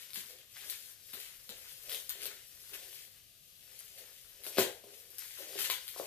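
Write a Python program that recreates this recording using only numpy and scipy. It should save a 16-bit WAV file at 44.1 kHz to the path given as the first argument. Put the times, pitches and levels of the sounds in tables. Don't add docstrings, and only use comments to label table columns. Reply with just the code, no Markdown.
import sys
import numpy as np
from scipy import signal
from scipy.fft import rfft, irfft
from scipy.io import wavfile
from scipy.ndimage import uniform_filter1d, map_coordinates

SR = 44100
rng = np.random.default_rng(int(sys.argv[2]) if len(sys.argv) > 2 else 0)


def store_wav(level_fs):
    pcm = np.round(np.clip(np.atleast_2d(level_fs), -1, 1) * 32767)
    wavfile.write(sys.argv[1], SR, pcm.T.astype(np.int16))


def to_linear_factor(level_db):
    exponent = np.asarray(level_db, float) / 20
    return 10 ** exponent


N = 267246

# frequency_hz, density_db (per Hz)
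SMALL_CREASE_SPECTRUM = [(1500, -101), (3000, -16), (5000, 0.5), (7000, -7.5), (9000, -2), (11000, 1.5),
                         (13300, 1.5), (14800, -7.5), (16500, -8)]
# frequency_hz, density_db (per Hz)
LARGE_FOLD_SPECTRUM = [(900, -27.5), (1800, -7.5), (2600, -0.5), (4200, -5), (6000, -9.5), (9000, -11),
                       (13000, -17.5)]
# frequency_hz, density_db (per Hz)
SHEET_SPECTRUM = [(350, -21.5), (700, -8), (1000, 0.5), (1600, 6), (2200, 3.5), (3500, -15.5)]
# frequency_hz, relative_level_db, t60_s
BOX_MODES = [(114, -9, 0.23), (174, -12, 0.081), (213, 6, 0.05), (252, -26, 0.19), (408.1, -1, 0.1),
             (463, -13.5, 0.106), (518, 6.5, 0.041), (586, 9, 0.031), (617, -9, 0.061), (674, -11, 0.15),
             (807, -15, 0.26), (1090, 12, 0.014), (1020, 11, 0.026)]

THUMP_BELOW_HZ = 335
CONTROL_STEP = 40


def rms_one(x):
    return x / np.sqrt(np.mean(x ** 2) + 1e-20)


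def at_hz(points, hz):
    table_hz, values = np.transpose(points)
    return np.interp(np.log(hz), np.log(table_hz), values)


def response(spectrum, size=2048):
    log_magnitude = at_hz(spectrum, np.fft.rfftfreq(size, 1 / SR) + 1) * np.log(10) / 20
    cepstrum = irfft(log_magnitude)
    cepstrum[1:size // 2] *= 2
    cepstrum[size // 2 + 1:] = 0
    return irfft(np.exp(rfft(cepstrum)))


def through(x, impulse):
    return signal.fftconvolve(x, impulse, axes=-1)[..., :N]


def filtered(x, order, edges_hz, kind):
    return signal.sosfilt(signal.butter(order, edges_hz, kind, fs=SR, output="sos"), x)


def full_rate(slow):
    return np.interp(np.arange(N) / CONTROL_STEP, np.arange(len(slow)), slow)


def drift(rate_hz):
    r = np.exp(-2 * np.pi * rate_hz * CONTROL_STEP / SR)
    white = rng.standard_normal(N // CONTROL_STEP + 2002)
    slow = signal.lfilter([1], [1, -2 * r, r * r], white)[2000:]
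    return full_rate(rms_one(slow))


def grains(per_s, spread_db, clump_db):
    sizes = to_linear_factor(spread_db * np.minimum(rng.exponential(1, N), 5)) * rng.choice([-1, 1], N)
    present = rng.random(N) < per_s / SR
    return rms_one(sizes * present * to_linear_factor(clump_db * drift(69)))


def swells(rows):
    peak_s, peak_db, _, rise_s, fall_s = np.transpose(rows)[:, :, None]
    late = np.arange(0, N + CONTROL_STEP, CONTROL_STEP) / SR - peak_s
    slopes = np.where(late < 0, -late / np.maximum(rise_s, .005), late / np.maximum(fall_s, .005))
    return to_linear_factor(peak_db - 20 * slopes)


def handling():
    # time_s, creases_db, large_folds_re_creases_db
    effort = [(0.0, -51, -2.5), (0.3, -73, -8), (0.42, -70, 8.5), (0.47, -75.5, -11), (0.52, -59, -5),
              (0.88, -53.5, -9), (0.98, -64, -14), (1.1, -54.5, -16.5), (1.46, -59, -7.5),
              (1.71, -54, -3.5), (1.8, -61.5, -8), (2.33, -59, -3.5), (2.5, -59, -7), (2.68, -54.5, -6),
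              (3.0, -54, -2.5), (3.09, -62, -5.5), (3.36, -67.5, -7.5), (3.72, -57, -6.5),
              (4.42, -60.5, -3.5), (4.52, -54, -11), (4.8, -63, -4), (4.94, -55.5, -5), (5.1, -61, -10.5),
              (5.3, -53.5, -11), (5.85, -54.5, -5.5), (6.06, -50, -4)]
    s, *columns = np.transpose(effort)
    return [np.interp(np.arange(N) / SR, s, column) for column in columns]


def rustle(effort_db, large_db):
    # peak_s, creases_db, large_folds_re_creases_db, rise_s, fall_s
    # (rise and fall each span 20 dB)
    squeezes = [(0.17, -43.5, -7.5, 0.029, 0.096), (0.3, -52.5, -1.5, .06, 0.066),
                (0.71, -50, -1.5, 0.22, 0.13), (1.21, -55, 3, 0.17, 0.14), (1.93, -48, -5, 0.18, .16),
                (2.24, -52, 5.5, 0.11, 0.11), (2.74, -60, -7.5, 0.077, 0.25), (3.79, -74, 8, 0.074, 0.15),
                (4.47, -58, -9, 0.04, 0.067), (4.592, -43.5, 6, 0.051, 0.092),
                (5.21, -53.5, -1, 0.096, 0.18), (5.42, -69.5, 12.5, 0.1, 0.05),
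                (5.59, -48.5, -3, 0.034, 0.18), (5.649, -45, 2, 0.21, .08)]
    crack_share = .6
    sheet_db, mean_fold_db, sheet_follows = -69, -57.5, 0.94
    crease_filter, fold_filter = response(SMALL_CREASE_SPECTRUM), response(LARGE_FOLD_SPECTRUM)
    fine = rms_one(through(grains(9000, spread_db=4.0, clump_db=1.3), crease_filter))
    large = rms_one(through(grains(2500, spread_db=4.3, clump_db=1.3), fold_filter))
    sheet = rms_one(through(grains(1500, spread_db=8.0, clump_db=-1.0), response(SHEET_SPECTRUM)))

    fine_run, large_run = avalanches()
    squeezed = swells(squeezes)
    squeezed_creases = full_rate(squeezed.sum(axis=0))
    squeezed_folds = full_rate(to_linear_factor(np.array(squeezes)[:, 2]) @ squeezed)
    creases = to_linear_factor(effort_db) + (1 - crack_share) * fine_run + squeezed_creases
    folds = to_linear_factor(effort_db + large_db) + (1 - crack_share) * large_run + squeezed_folds
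    all_folds = folds + crack_share * large_run
    flexing = to_linear_factor(sheet_db) * (all_folds / to_linear_factor(mean_fold_db)) ** sheet_follows

    cracks = grains(450, spread_db=4.0, clump_db=2.0)
    small_cracks = fine_run * rms_one(through(cracks, crease_filter))
    large_cracks = large_run * rms_one(through(cracks, fold_filter))
    return creases * fine + folds * large + flexing * sheet + crack_share * (small_cracks + large_cracks)


def rubbing_control(effort_db):
    # peak_s, level_db, favoured_hz, rise_s, fall_s
    # (rise and fall each span 20 dB)
    rubs = [(0.18, -50, 312, 0.04, .08), (0.3, -63, 550, 0.016, 0.14), (0.66, -61, 430, 0.068, 0.13),
            (1.15, -53.5, 440, 0.015, 0.077), (1.509, -56.5, 500, .025, 0.11),
            (1.94, -56, 560, 0.14, 0.099), (2.261, -51.5, 413, 0.13, 0.096), (2.62, -78, 446, 0.068, 0.086),
            (2.73, -52, 390, .015, .08), (2.85, -67, 500, 0.11, 0.22), (3.75, -75, 500, 0.16, 0.25),
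            (3.99, -64, 570, 0.068, 0.18), (4.48, -57.5, 480, 0.12, 0.23), (4.599, -31, 514, 0.023, 0.091),
            (4.843, -57.5, 500, .012, .2), (4.85, -59.5, 200, 0.013, 0.092), (5.08, -73, 500, .04, .15),
            (5.393, -57, 500, .012, 0.32), (5.57, -51, 394, 0.12, 0.13), (5.7, -63, 576, 0.034, 0.059),
            (6.01, -50, 580, 0.046, 0.051)]
    brush_re_creases_db, brush_hz = -22.5, 500
    strokes = swells(rubs)
    brush = to_linear_factor(effort_db + brush_re_creases_db)
    strength = full_rate(strokes.sum(axis=0)) + brush
    weighted_hz = full_rate(np.array(rubs)[:, 2] @ strokes) + brush_hz * brush
    return strength, weighted_hz / strength


def ring(clicks, hz, t60):
    r = to_linear_factor(-60 / (t60 * SR))
    w = 2 * np.pi * hz / SR
    return signal.lfilter([0, np.sin(w)], [1, -2 * r * np.cos(w), r * r], clicks + 1e-18)


def rubbed_box(strength, favoured_hz):
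    favour_db_per_octave = 30
    rubbing = grains(2500, spread_db=3.0, clump_db=1.5)
    rubbed = np.zeros((2, N))
    for hz, level_db, t60 in BOX_MODES:
        octaves_off = np.abs(np.log2(hz / favoured_hz))
        gain = to_linear_factor(level_db - favour_db_per_octave * octaves_off)
        rubbed[int(hz > THUMP_BELOW_HZ)] += ring(rubbing, hz, t60) * gain
    local_power = uniform_filter1d(rubbed.sum(axis=0) ** 2, size=SR // 2)
    return strength * rubbed / np.sqrt(local_power + 1e-20)


def without_leakage(shaken):
    whole, panels = shaken
    return filtered(whole, 4, 90, "high") + filtered(panels, 5, THUMP_BELOW_HZ, "high")


def room():
    # delay_s, left_db, right_db
    early_echoes = [(.0052, -5, -5), (.0082, -4, -5), (.0136, -4, -5)]
    # frequency_hz, t60_s
    decay_times = [(100, .22), (500, .27), (2000, .31), (6000, .3), (13000, .23)]
    # frequency_hz, level_db
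    tail_levels = [(100, -6), (400, -4), (1500, 0), (5000, 0), (13000, 0)]
    tail_db, tail_rise_s, alike_below_hz = -22, .004, 900
    echo_bass = .5
    t = np.arange(int(.5 * SR)) / SR
    tail = 0
    white = rng.standard_normal((3, len(t)))
    for low_hz in 80 * 2.0 ** np.arange(8):
        band = filtered(white, 2, [low_hz, 2 * low_hz], "band")
        centre_hz = low_hz * np.sqrt(2)
        alike = 1 / (1 + (low_hz / alike_below_hz) ** 2)
        stereo = np.sqrt(alike) * band[2] + np.sqrt(1 - alike) * band[:2]
        decay_db = -60 * t / at_hz(decay_times, centre_hz)
        tail = tail + stereo * to_linear_factor(at_hz(tail_levels, centre_hz) + decay_db)
    tail = tail * to_linear_factor(tail_db) * (1 - np.exp(-t / tail_rise_s))
    for delay_s, *side_db in early_echoes:
        at = round((delay_s + rng.normal(0, .0002)) * SR)
        scatter = rng.standard_normal((2, 12)) * np.exp(-np.arange(12) / 1.5)
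        scatter = np.diff(scatter, prepend=0) + echo_bass * scatter
        unit_energy = scatter / np.sqrt(np.sum(scatter ** 2, axis=1, keepdims=True))
        tail[:, at:at + 12] += to_linear_factor(side_db)[:, None] * unit_energy
    return tail


def reflected(x):
    responses, step_s = 8, .028
    turn = np.arange(N) / SR / step_s % responses
    out = 0
    for k in range(responses):
        apart = np.abs((turn - k + responses / 2) % responses - responses / 2)
        fade = np.cos(np.pi / 2 * np.minimum(apart, 1))
        out = out + through((x * fade)[None], room())
    return out


def room_tone():
    # frequency_hz, density_db (per Hz)
    tone_spectrum = [(71, -31.5), (120, 2), (324, -8), (673, -4), (1010, -24), (1210, -3), (1400, -24),
                     (1620, -5), (1850, -14), (2780, 3), (7080, -3), (12500, -1.5), (13800, 3.5),
                     (15300, -21)]
    white = rng.standard_normal((2, N)) + 0.56 * rng.standard_normal(N)
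    return to_linear_factor(-60.5) * rms_one(through(white, response(tone_spectrum, size=8192)[None]))


def rumble():
    # time_s, deep_rumble_db
    leaning = [(0.0, -88), (1.05, -84), (1.4, -74), (2.4, -79), (2.8, -80), (4.3, -79), (5.2, -83),
               (6.06, -80)]
    deep_db = np.interp(np.arange(N) / SR, *np.transpose(leaning))
    upper_db, wander_db = -75.5, 0.5
    out = 0
    for edges_hz, level_db in (((24, 50), deep_db), ((62, 136), upper_db)):
        white = rng.standard_normal((2, N)) + 0.8 * rng.standard_normal(N)
        band = filtered(white, 2, edges_hz, "band")
        out = out + to_linear_factor(level_db + wander_db * drift(6.4)) * rms_one(band)
    return out


def snaps():
    # start_s, crease_click_db, large_fold_click_db, sheet_click_db
    single_folds = [(0.1058, -32, -40, -65), (0.1334, -24, -30, -45), (0.1447, -21, -35, -52),
                    (0.1616, -32, -34, -47), (0.26, -32, -55, -64), (0.3874, -36, -42, -53),
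                    (0.6992, -16, -25, -43), (0.5655, -36, -33, -44), (1.1335, -27, -28, -40),
                    (1.137, -26, -29, -40), (1.2014, -25, -31, -48), (1.4924, -30, -21, -33),
                    (1.7214, -38, -43, -54), (1.8958, -20, -25, -36), (1.9187, -18, -22, -33),
                    (1.9466, -19, -23, -34), (2.0002, -25, -37, -44), (2.093, -20, -38, -49),
                    (2.0946, -13, -27, -40), (2.2035, -35, -36, -46), (2.2188, -24, -28, -43),
                    (2.2331, -20, -28, -40), (2.2563, -16, -24, -34), (2.7333, -30, -36, -40),
                    (3.5223, -42, -52, -59), (3.7915, -27, -45, -60), (3.8819, -35, -50, -57),
                    (3.9767, -34, -41, -53), (4.2146, -40, -56, -62), (4.4366, -29, -39, -52),
                    (4.4658, -22, -25, -40), (4.5474, -33, -39, -56), (4.5723, -23, -23, -34),
                    (4.5838, -8, -19, -13), (4.9998, -36, -49, -68), (5.1046, -32, -42, -60),
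                    (5.1838, -22, -47, -44), (5.3846, -31, -37, -44), (5.5898, -18, -17, -28),
                    (5.6085, -22, -20, -33), (5.6438, -18, -21, -32), (5.7004, -13, -12, -18),
                    (5.7482, -24, -32, -36), (5.8699, -31, -37, -49), (5.8799, -23, -26, -47),
                    (5.9722, -28, -38, -41)]
    split_t60_s, split_re_click_db = .008, -17
    start_s, *parts_db = np.transpose(single_folds)
    steps = np.arange(round(split_t60_s * SR / 2))
    split_gain = to_linear_factor(split_re_click_db - 60 * steps / SR / split_t60_s)
    split = rng.standard_normal((len(start_s), len(steps))) ** 3 / 4 * split_gain
    split[:, 0] = np.sign(split[:, 0])
    at = np.round(start_s * SR).astype(int)[:, None] + steps
    out = 0
    for spectrum, part_db in zip((SMALL_CREASE_SPECTRUM, LARGE_FOLD_SPECTRUM, SHEET_SPECTRUM), parts_db):
        clicks, shape = np.zeros(N), response(spectrum)
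        np.add.at(clicks, at, split * to_linear_factor(part_db)[:, None])
        out = out + through(clicks, shape / np.abs(shape).max())
    return out


def avalanches():
    # start_s, creases_db, large_folds_re_creases_db, t60_s
    runs = [(0.1436, -48.5, 5, 0.19), (0.556, -64.5, 12, 0.33), (0.6978, -57, -14, 0.069),
            (1.133, -50.5, 7.5, 0.08), (1.491, -59, 14.5, 0.19), (1.7177, -52, -1, 0.043),
            (1.893, -56, -9, 0.12), (1.9194, -41, -6, 0.22), (2.093, -50.5, 5, 0.11),
            (2.2156, -56, -12, 0.13), (2.255, -49.5, -6.5, 0.1), (2.7316, -46, 2, 0.096),
            (3.977, -40.5, -8, 0.11), (4.434, -43.5, -8, 0.18), (4.4633, -41, -20, 0.091),
            (4.5741, -39.5, 12.5, 0.093), (4.5852, -28, -7.5, 0.19), (5.18, -51, -6, 0.18),
            (5.5892, -40.5, 14.5, 0.03), (5.645, -56, 3.5, 0.044), (5.698, -38, 4.5, 0.17),
            (5.8805, -51, -1, 0.2), (5.971, -43.5, -11, 0.16)]
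    out, t = np.zeros((2, N + SR)), np.arange(SR // 2) / SR
    for start_s, level_db, large_db, t60 in runs:
        at = round((start_s + .004) * SR)
        start_db = level_db + np.array([[0], [large_db]])
        out[:, at:at + len(t)] += to_linear_factor(start_db - 60 * t / max(t60, .01))
    return out[:, :N]


def knocked_box():
    # start_s, strength_db, favoured_hz, ring_length_factor, thump_re_strength_db
    knocks = [(0.171, -47, 394, 0.57, -1.5), (0.299, -46.5, 474, 0.2, -25), (1.135, -45, 400, 0.57, -6),
              (1.493, -48, 510, 1, -5), (2.152, -45.5, 490, 0.82, -19), (2.204, -58, 430, 0.93, -23),
              (2.727, -55, 382, 0.45, -13), (4.465, -35, 406, 0.42, -30), (4.57, -25.5, 400, 0.4, -25),
              (4.583, -14.5, 410, 0.78, -17.5), (4.837, -43, 505, 1, -17), (5.385, -47, 540, 1, -31),
              (5.555, -31, 400, 0.39, -27), (5.696, -31, 725, 0.47, -39), (5.961, -33, 770, 0.43, -32),
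              (5.9975, -26.5, 610, 0.6, -28)]
    panels_db, favour_db_per_octave = -5, 14
    contact_s, hard_knock_db, softer_per_db = .0006, -15, .55
    start_s, strength_db, favoured_hz, length, thump_db = np.transpose(knocks)
    hz, level_db, t60 = np.transpose(BOX_MODES)[:, :, None]
    low = hz[:, 0] < THUMP_BELOW_HZ
    knocked, t = np.zeros((2, N + SR)), np.arange(SR // 4) / SR
    chance_db = rng.normal(0, 2.0, (len(start_s), len(BOX_MODES), 1))
    for k, at in enumerate(np.round(start_s * SR).astype(int)):
        panel_db = panels_db - favour_db_per_octave * np.abs(np.log2(hz / favoured_hz[k]))
        part_db = np.where(hz < THUMP_BELOW_HZ, thump_db[k], panel_db)
        mode_db = strength_db[k] + level_db + part_db + chance_db[k]
        decay_db = -60 * t / (t60 * max(length[k], .05))
        modes = to_linear_factor(mode_db + decay_db) * np.cos(2 * np.pi * hz * t)
        touch_s = contact_s * to_linear_factor(softer_per_db * (hard_knock_db - strength_db[k]))
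        modes = modes * (1 - np.exp(-t / touch_s))
        knocked[:, at:at + len(t)] += modes[low].sum(axis=0), modes[~low].sum(axis=0)
    return knocked[:, :N]


def scene():
    effort_db, large_db = handling()
    box = without_leakage(rubbed_box(*rubbing_control(effort_db)) + knocked_box())
    direct = rustle(effort_db, large_db) + box + snaps()
    heard = direct + reflected(direct)
    lag_samples = 3.5 + 1.6 * drift(6)
    heard[1] = map_coordinates(heard[1], [np.arange(N) - lag_samples], order=3)
    return heard + room_tone() + rumble()


def band_limit(x):
    return signal.sosfilt(signal.butter(12, 16450, fs=SR, output="sos"), x)


def record(dry):
    # frequency_hz, gain_db
    right_gain = [(60, -2), (300, 0), (700, -6), (3000, -7), (6500, -4), (9500, -6), (11000, -9),
                  (14000, -11)]
    notch_hz, notch_width_hz = 8100, 1100
    notch = signal.iirnotch(notch_hz, notch_hz / notch_width_hz, fs=SR)
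    right = through(signal.lfilter(*notch, dry[1]), response(right_gain))
    low_pass = signal.cheby2(10, 45, 15850, fs=SR, output="sos")
    ports = signal.sosfilt(low_pass, np.array([dry[0], right]))
    return band_limit(ports)


dry = scene()
out = record(dry)
store_wav(out)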